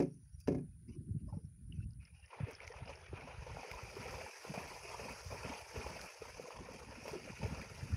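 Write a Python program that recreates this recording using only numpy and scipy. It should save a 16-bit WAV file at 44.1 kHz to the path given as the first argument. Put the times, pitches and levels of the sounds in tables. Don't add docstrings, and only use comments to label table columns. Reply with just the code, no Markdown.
import sys
import numpy as np
from scipy import signal
from scipy.fft import rfft, irfft
from scipy.io import wavfile
from scipy.ndimage import uniform_filter1d

SR = 44100
rng = np.random.default_rng(int(sys.argv[2]) if len(sys.argv) > 2 else 0)


def store_pcm(level_fs):
    pcm = np.round(np.clip(level_fs, -1, 1) * 32767).astype(np.int16)
    wavfile.write(sys.argv[1], SR, np.atleast_2d(pcm).T)


N = 351344

# time in seconds, fizz level in dB, extra gurgle in dB, extra spray in dB.
CHURN = [(0.4, -94, 8, 18), (0.7, -96.5, 7, -15), (1.95, -94.5, 10.5, -12), (2.24, -64, -8, -13),
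         (2.32, -63.5, 0.5, -11), (2.6, -59, 3, -22.5), (3.1, -58.5, 4, -14.5), (3.6, -55, 6.5, -5.5),
         (4.1, -54, 4, -2.5), (5.0, -55, 6.5, -0.5), (5.9, -54.5, 4, -2), (6.4, -57.5, 5.5, -1.5),
         (6.7, -59, 9.5, -4), (7.0, -56, 3, -4), (7.96, -56, 2.5, -2)]
# frequency in Hz, level in dB.
WATER_COLOUR = [(150, -27), (297, -16.5), (450, 4), (755, -4), (928, 1), (1160, -10), (1380, -8.5),
                (1560, -16.5), (1780, -11.5), (1960, -14), (2480, -7), (2950, -18), (3500, -26.5),
                (4250, -26.5), (4750, -17.5), (6500, -21.5), (7200, -35), (8000, -38.5), (10200, -32),
                (12000, -41.5), (15500, -51)]
# start in seconds, slosh level in dB, length in seconds, churn swell in dB.
STROKES = [(2.302, -93, 0.048, 7), (2.377, -59, 0.14, 5.5), (2.602, -68.5, 0.041, 4),
           (2.709, -88, 0.073, 2), (2.812, -58, 0.095, 2), (3.13, -62.5, 0.2, 2), (3.456, -67, 0.21, 1.5),
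           (3.692, -63.5, 0.13, 2), (3.953, -64, 0.33, 3), (4.461, -57.5, 0.28, 2), (4.871, -80, 0.083, 3),
           (4.981, -54.5, 0.14, 3.5), (5.297, -62, 0.12, 3), (5.426, -54.5, 0.15, 4), (5.734, -57, 0.32, 3),
           (6.212, -59.5, 0.083, 2), (6.36, -61, 0.09, 1.5), (6.552, -56.5, 0.22, 1),
           (6.803, -59, 0.19, 0.5), (7.016, -56.5, 0.29, 2), (7.41, -56.5, 0.25, 3),
           (7.776, -57.5, 0.26, 0.5)]
# start in seconds, length in seconds, spray boost in dB.
KICKS = [(2.502, 0.066, 11.5), (2.614, 0.032, 14), (2.666, 0.034, 13.5), (2.85, 0.14, 7),
         (6.007, 0.025, 2.5), (6.707, 0.081, 4), (7.035, 0.09, 3.5)]
# start in seconds, length in seconds, fizz level in dB, extra gurgle in dB, extra spray in dB.
FIRST_SPLASHES = [(0.382, 0.1, -84, -7, 15), (0.87, 0.085, -75.5, -6, 2.5), (1.18, 0.02, -72, -18, -27),
                  (1.254, 0.19, -98, -3, 20), (1.29, 0.097, -90, 35, 2), (1.704, 0.13, -69, -34, -9),
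                  (1.995, 0.09, -66, -15, -18), (2.126, 0.043, -71.5, -25, -1)]
# start in seconds, level in dB, pitch in Hz, splash boost in dB, ring length in cycles.
SLAPS = [(1.277, -61, 600, -25, 18), (1.285, -61.5, 1053, -28, 22), (1.325, -51, 836, -25, 15),
         (1.334, -57, 570, -26, 16), (1.368, -64, 840, -29, 17), (2.331, -43, 950, -19, 6.1),
         (2.389, -50, 950, -17, 7), (2.467, -48, 427, -17, 9.4), (2.48, -45.5, 476, -9, 10),
         (2.701, -46, 467, -23, 9.9), (2.74, -44, 850, -12.5, 4.8), (2.764, -46, 980, -6.5, 5.6),
         (2.892, -45, 550, -4, 14), (3.13, -39, 370, -40, 3.8), (3.273, -47, 566, -3, 4.1),
         (3.465, -43.5, 502, -11, 5.3), (3.57, -37, 700, -17, 2.6), (3.631, -41, 750, -10, 5.9),
         (3.735, -44, 970, -23, 14), (3.966, -39, 407, -22, 6.6), (4.075, -44, 444, -4.5, 11),
         (4.139, -44, 960, -4, 10), (4.235, -50.5, 521, -8, 17), (4.449, -42.5, 445, -12, 4.7),
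         (4.538, -43, 597, 0.5, 7.8), (4.575, -39.5, 680, -5.5, 7.9), (4.944, -40.5, 930, -30, 8.6),
         (4.995, -40.5, 435, -10, 8.6), (5.083, -41, 910, -16, 10), (5.33, -44.5, 569, -26, 13),
         (5.449, -38, 490, -16, 2.8), (5.757, -41, 440, -6, 8.5), (5.863, -34, 457, -13, 3.1),
         (6.218, -39, 443, -35, 6.1), (6.396, -37, 490, -27, 4.7), (6.44, -43.5, 485, -27, 12),
         (6.483, -42.5, 490, -24, 6.3), (6.506, -39.5, 990, -9, 2.8), (6.607, -48, 357, -25, 8.6),
         (6.687, -42.5, 507, -18, 6.5), (6.81, -52.5, 473, -22, 11), (6.918, -46.5, 535, -7, 5.8),
         (7.053, -42.5, 535, -6.5, 7.3), (7.079, -37.5, 500, -7, 3.7), (7.131, -37, 410, -15, 8.6),
         (7.149, -40.5, 360, -21, 13), (7.427, -38.5, 473, -5, 4.5), (7.458, -38, 450, -24, 5.1)]
# start in seconds, level in dB, high ring boost in dB, crack boost in dB.
DROPS = [(0.401, -83, 10, 23.5), (2.4714, -57, -16, -14), (2.509, -46.5, -13, -11),
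         (2.6028, -42.5, -19, -34), (2.677, -41, -3, -34), (3.209, -45.5, -12, -28),
         (3.714, -36.5, -8.5, -20), (4.063, -41, -19, -29), (6.014, -45, 4.5, -11), (7.08, -40, -16, -17),
         (7.615, -40, -17, -19)]
# start in seconds, peak level in dB, pitch in Hz.
DROPLETS = [(1.723, -50, 2780), (1.802, -65, 1450), (1.906, -64, 5050), (1.933, -64, 4870),
            (2.052, -55, 5200), (2.26, -57, 5450), (2.532, -52, 5600), (2.5506, -46.5, 5130),
            (2.643, -54, 5400), (2.724, -54, 5330), (2.762, -59, 5800), (2.8565, -56, 4950),
            (2.884, -53, 4900), (2.9557, -50.5, 5180), (3.084, -64, 5080), (3.517, -52, 5500),
            (3.61, -51, 5570)]
# start in seconds, peak ring level in dB, tick level in dB.
KNOCKS = [(0.001, -20, -44), (0.022, -50, -49.5), (0.474, -47, -45.5), (0.482, -20, -46.5),
          (0.52, -32.5, -55), (0.547, -29.5, -56.5), (0.582, -39.5, -66)]
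# pitch in Hz, level in dB, seconds to fade by 60 dB.
HULL_NOTES = [(122.8, -5, 0.42), (148.4, -2.5, 0.37), (174.8, -2, 0.36), (255, 6, 0.18), (282.8, 4, 0.15),
              (362.2, 5, 0.14), (386, 3, 0.11), (422, -2, 0.16), (552, -2, 0.11), (584, -12, 0.14),
              (714, -10, 0.1), (820, -24, 0.063), (1696, -16, 0.047), (2160, -14, 0.034), (2437, -21, .05)]
# time in seconds, level in dB, tilt towards higher rumble in dB.
GUSTS = [(0.2, -61, -4), (0.34, -53.5, -61), (0.62, -49, -8), (0.76, -53, -24.5), (0.92, -54.5, -2.5),
         (1.16, -47.5, -9.5), (1.56, -48.5, -20.5), (1.8, -40, -14), (2.02, -49.5, -25), (2.44, -67, -43),
         (2.6, -56.5, -58), (3.9, -48, -18), (4.8, -58, -34), (5.4, -49, -46), (6.6, -55.5, -30),
         (7.3, -57, -15), (7.46, -45.5, -8), (7.7, -51.5, -15), (7.96, -42.5, -17)]
# frequency in Hz, level in dB.
WIND_COLOUR = [(25, -14), (39, 0.5), (70, -1), (143, -6.5), (297, -26), (321, -36.5), (348, -29.5),
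               (600, -79.5), (1320, -120)]
# start in seconds, level in dB, pitch in Hz.
PUFFS = [(0.982, -32.5, 116), (1.104, -26, 95), (1.162, -26.5, 134), (1.323, -32.5, 111), (1.368, -30, 164),
         (1.443, -36, 144), (1.782, -26.5, 117), (2.403, -29.5, 142), (2.429, -26, 112), (2.818, -36, 116),
         (4.575, -32.5, 181), (5.446, -34, 127), (7.441, -27.5, 95), (7.825, -30, 113)]
# end in seconds, length in seconds, level change in dB.
LULLS = [(2.36, 0.074, -35), (3.704, 0.099, -32), (3.823, 0.066, -22), (4.451, 0.21, -32),
         (5.716, 0.22, -12.5), (6.196, 0.14, -25), (6.531, 0.17, -16)]
# frequency in Hz, level in dB.
INSECT_COLOUR = [(8770, -52), (8920, 0.5), (9760, 7.5), (10500, -2.5), (10800, -14.5), (11500, -15.5),
                 (15000, -82)]
HUSH_COLOUR = [(300, -8.5), (1100, -18), (1400, 15), (2500, 4), (3600, 3), (6000, 7), (8000, -0.5),
               (15500, 1.5)]


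def churn():
    out = wash()
    fizz_db, gurgle_db, spray_db = churn_levels(np.arange(N) / SR)
    fizz_db = fizz_db - 16 * np.clip((-62 - fizz_db) / 10, 0, 1)
    out += swarm(fizz_db + gurgle_db - 15.5, 372.3, 1332, per_second=300, spread_db=7.5, cycles=9.2)
    out += swarm(fizz_db - 17, 1140, 3000, per_second=540, spread_db=2.5, cycles=2.2)
    out += swarm(fizz_db + spray_db - 10.5, 4540, 6160, per_second=500, spread_db=4, cycles=7.6)
    return filtered(out, "highpass", hz=330, order=6)


def churn_levels(t):
    swell_db = sum(db * envelope(t, start, length) for start, _, length, db in STROKES)
    fizz_db, gurgle_db, spray_db = follow(CHURN, t)
    spray_db += sum(db * envelope(t, start, length, 0.0056, 0.059) for start, length, db in KICKS)
    parts = gain(fizz_db + swell_db + [0 * t, gurgle_db + swell_db, spray_db - 0.7 * swell_db])
    for start, length, db, low_db, high_db in FIRST_SPLASHES:
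        parts += gain(db + np.array([[0], [low_db], [high_db]])) * envelope(t, start, length, 0.022, 0.023)
    fizz_db, low_db, high_db = 20 * np.log10(parts)
    return fizz_db, low_db - fizz_db, high_db - fizz_db


def wash():
    hz, t = grid(size=512)
    fizz_db, gurgle_db, spray_db = churn_levels(t)
    low = np.clip(np.log2(1500 / (hz + 1)) * 2.05, 0, 1)
    high, top = above(hz, 3400, slope=1.24), above(hz, 7000, slope=12)
    change_db = fizz_db + low * (gurgle_db - 12.5) + high * (spray_db + 6.5)
    change_db += 0.5 * top * (fizz_db + spray_db + 66.5)
    faint = np.clip((-60 - fizz_db) / 12, 0, 1)
    bands = low + np.exp(-((hz - 2600) / 600) ** 4) + np.exp(-((hz - 5300) / 950) ** 4)
    change_db -= 12 * faint * np.clip(1 - bands, 0, 1)
    spatter = unit_level(smooth(smooth(rng.standard_normal(len(t)), 6), 4))
    change_db += spatter * (3.5 * above(hz, 11300, slope=5) + 5 * np.minimum(faint, 0.5) * high)
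    suppressor_streaks = unit_level(smooth(rng.standard_normal((len(t), len(hz))).T, 24))
    change_db += (2.5 + 6 * faint) * suppressor_streaks - 6 * faint
    crackle = np.clip((-54 - fizz_db) / 7, 0, 1)
    flicker_db = 1.1 - 0.29 * high + 0.29 * top + 2.34 * crackle
    return noise(WATER_COLOUR, change_db + 3.5, patchy_db=2.5 - 0.94 * high, flicker_db=flicker_db)


def swarm(level_db, low_hz, high_hz, per_second, spread_db, cycles):
    out = np.zeros(N)
    for hz in np.geomspace(low_hz, high_hz, 10):
        when, luck = rng.random((int(per_second * N / SR / 10), 2)).T
        strength = gain(spread_db * np.minimum(-np.log(luck), 4))
        pops = np.bincount((when * N).astype(int), strength, N)
        pops *= gain(colour_db(WATER_COLOUR, hz)) * np.sqrt(hz)
        out += signal.oaconvolve(pops, blip(hz, cycles, glide=0.03, attack=0.18))[:N]
    return gain(level_db) * unit_level(out)


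def slaps():
    out = np.zeros(N)
    for start, db, hz, splash_db, cycles in SLAPS:
        add(out, start, db, blip(hz, cycles, glide=0.02, attack=0.095))
        add(out, start + 0.0042, db - 20, blip(hz * rng.uniform(1.36, 1.8), 2.1 * cycles, glide=0.029))
        splash = crack(tilt_db=0.5, fade_s=0.017, tail_db=1, tail_s=0.2, rise_s=0.0026)
        add(out, start, db + splash_db - 1.5, splash)
    return out


def drops():
    out = np.zeros(N)
    for start, db, high_db, crack_db in DROPS:
        add(out, start, db, roughen(blip(hz=2210, cycles=7.3, glide=0.045)))
        add(out, start, db + high_db, roughen(blip(hz=4900, cycles=7.2, glide=0.027)))
        snap = crack(tilt_db=17, fade_s=0.039, tail_db=-4, tail_s=0.059, rise_s=0.0007)
        add(out, start, db + crack_db - 2.5, snap)
    for start, db, hz in DROPLETS:
        add(out, start, db, roughen(blip(hz, cycles=11.7, glide=0.029, attack=0.21)))
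    return out


def slosh():
    rush = filtered(rng.standard_normal(N), "bandpass", hz=(148, 288), order=3)
    flicker_db = 6.5 * unit_level(smooth(smooth(rng.standard_normal(N), 900), 900))
    t = np.arange(N) / SR
    level = sum(gain(db) * envelope(t, start, length) ** 2 for start, db, length, _ in STROKES)
    return level * unit_level(rush * gain(flicker_db))


def hull_knocks():
    out, t = np.zeros(N), np.arange(SR // 2) / SR
    hz, db, fade_s = np.transpose(HULL_NOTES)[:, :, None]
    notes = (gain(db - 60 * t / fade_s) * np.sin(2 * np.pi * hz * t)).sum(0)
    notes *= 1 - np.exp(-t / 0.00091)
    for start, peak_db, tick_db in KNOCKS:
        rattle = 0.029 * rng.standard_normal(4000) * np.exp(-t[:4000] / 0.028)
        ring = signal.oaconvolve(notes, signal.unit_impulse(4000) + rattle)
        add(out, start, peak_db, ring / abs(ring).max())
        tick = crack(tilt_db=2.8, fade_s=0.042, tail_db=-17.5, tail_s=0.25, rise_s=0.00096)
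        add(out, start, tick_db, tick)
    return out


def wind():
    hz, t = grid(size=1024)
    level_db, tilt_db = follow(GUSTS, t)
    for end, length, dip_db in LULLS:
        level_db += dip_db * envelope(t, end - length, length, rise_s=0.021, fall_s=0.01)
    octaves_up = np.clip(np.log2(hz / 120 + 1e-9), 0, 1.5)
    change_db = level_db + octaves_up * (tilt_db + 17.5)
    out = noise(WIND_COLOUR, change_db, patchy_db=1, flicker_db=5, size=1024, bins=2, frames=4)
    for start, db, pitch_hz in PUFFS:
        add(out, start, db - 3, blip(pitch_hz, cycles=1.88, glide=-0.044, attack=0.23))
    return out


def insects():
    return noise(INSECT_COLOUR, change_db=-76, patchy_db=1, flicker_db=1)


def hush():
    return noise(HUSH_COLOUR, change_db=-86.5, patchy_db=2, flicker_db=1)


def blip(hz, cycles, glide, attack=0.058):
    age = np.arange(int(3 * cycles * SR / hz) + 2) * hz / SR / cycles
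    shape = (1 - np.exp(-age / attack)) ** 2 * np.exp(-2.5 * age)
    return shape / shape.max() * np.sin(2 * np.pi * cycles * (age + glide * age ** 2 / 2))


def crack(tilt_db, fade_s, tail_db, tail_s, rise_s):
    hz, t = np.fft.rfftfreq(8192, 1 / SR), np.arange(8192) / SR
    colour = gain(colour_db(WATER_COLOUR, hz) + tilt_db * np.log2(hz / 1000 + 0.066))
    hiss = irfft(rfft(rng.standard_normal(8192)) * colour)
    fade = gain(-60 * t / fade_s) + gain(tail_db - 60 * t / tail_s)
    return unit_level(hiss) * (1 - np.exp(-t / rise_s)) * fade


def roughen(tone):
    out = np.convolve(tone, rng.standard_normal(300) * np.exp(-np.arange(300) / SR / 0.0016))
    return out / abs(out).max()


def noise(colour, change_db, patchy_db, flicker_db, size=512, bins=8, frames=8):
    hz, t = grid(size)
    real, imaginary, patches = rng.standard_normal((len(t), len(hz), 3)).T
    patches = unit_level(smooth(smooth(patches, bins, axis=0), frames))
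    flicker = unit_level(smooth(rng.standard_normal(len(t)), 3))
    shape_db = colour_db(colour, hz) + patchy_db * patches + flicker_db * flicker
    spectra = (real + 1j * imaginary) * gain(shape_db)
    play = lambda z: signal.istft(z, nperseg=size, noverlap=3 * size // 4)[1][:N]
    return play(spectra * gain(change_db)) / np.std(play(spectra))


def grid(size):
    return np.fft.rfftfreq(size, 1 / SR)[:, None], np.arange(4 * N // size + 5) * size / 4 / SR


def envelope(t, start, length, rise_s=0.013, fall_s=0.037):
    return np.clip(np.minimum((t - start) / rise_s, 1 + (start + length - t) / fall_s), 0, 1)


def above(hz, edge_hz, slope):
    return np.clip(np.log2((hz + 1) / edge_hz) * slope, 0, 1)


def colour_db(colour, hz):
    row_hz, db = np.transpose(colour)
    return np.interp(np.log(hz + 1), np.log(row_hz + 1), db)


def follow(table, t):
    times, *columns = np.transpose(table)
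    return [np.interp(t, times, column) for column in columns]


def add(mix, start, db, sound):
    part = mix[round(start * SR):][:len(sound)]
    part += gain(db) * sound[:len(part)]


def filtered(x, kind, hz, order):
    return signal.sosfilt(signal.butter(order, hz, kind, fs=SR, output="sos"), x)


def smooth(x, width, axis=-1):
    return uniform_filter1d(x, width, axis=axis)


def unit_level(x):
    return x / np.sqrt(np.mean(x ** 2) + 1e-20)


def gain(db):
    return 10 ** (np.asarray(db) / 20)


def scene():
    return (churn() + wind() + hull_knocks() + slosh() + slaps() + drops() + insects() + hush())[None]


def record(dry):
    lean = filtered(dry, "highpass", hz=53, order=4)
    treble_cut = signal.firwin(1023, 15700, window=("kaiser", 9), fs=SR)
    return signal.oaconvolve(lean, treble_cut[None], "same")


dry = scene()
out = record(dry)
store_pcm(out)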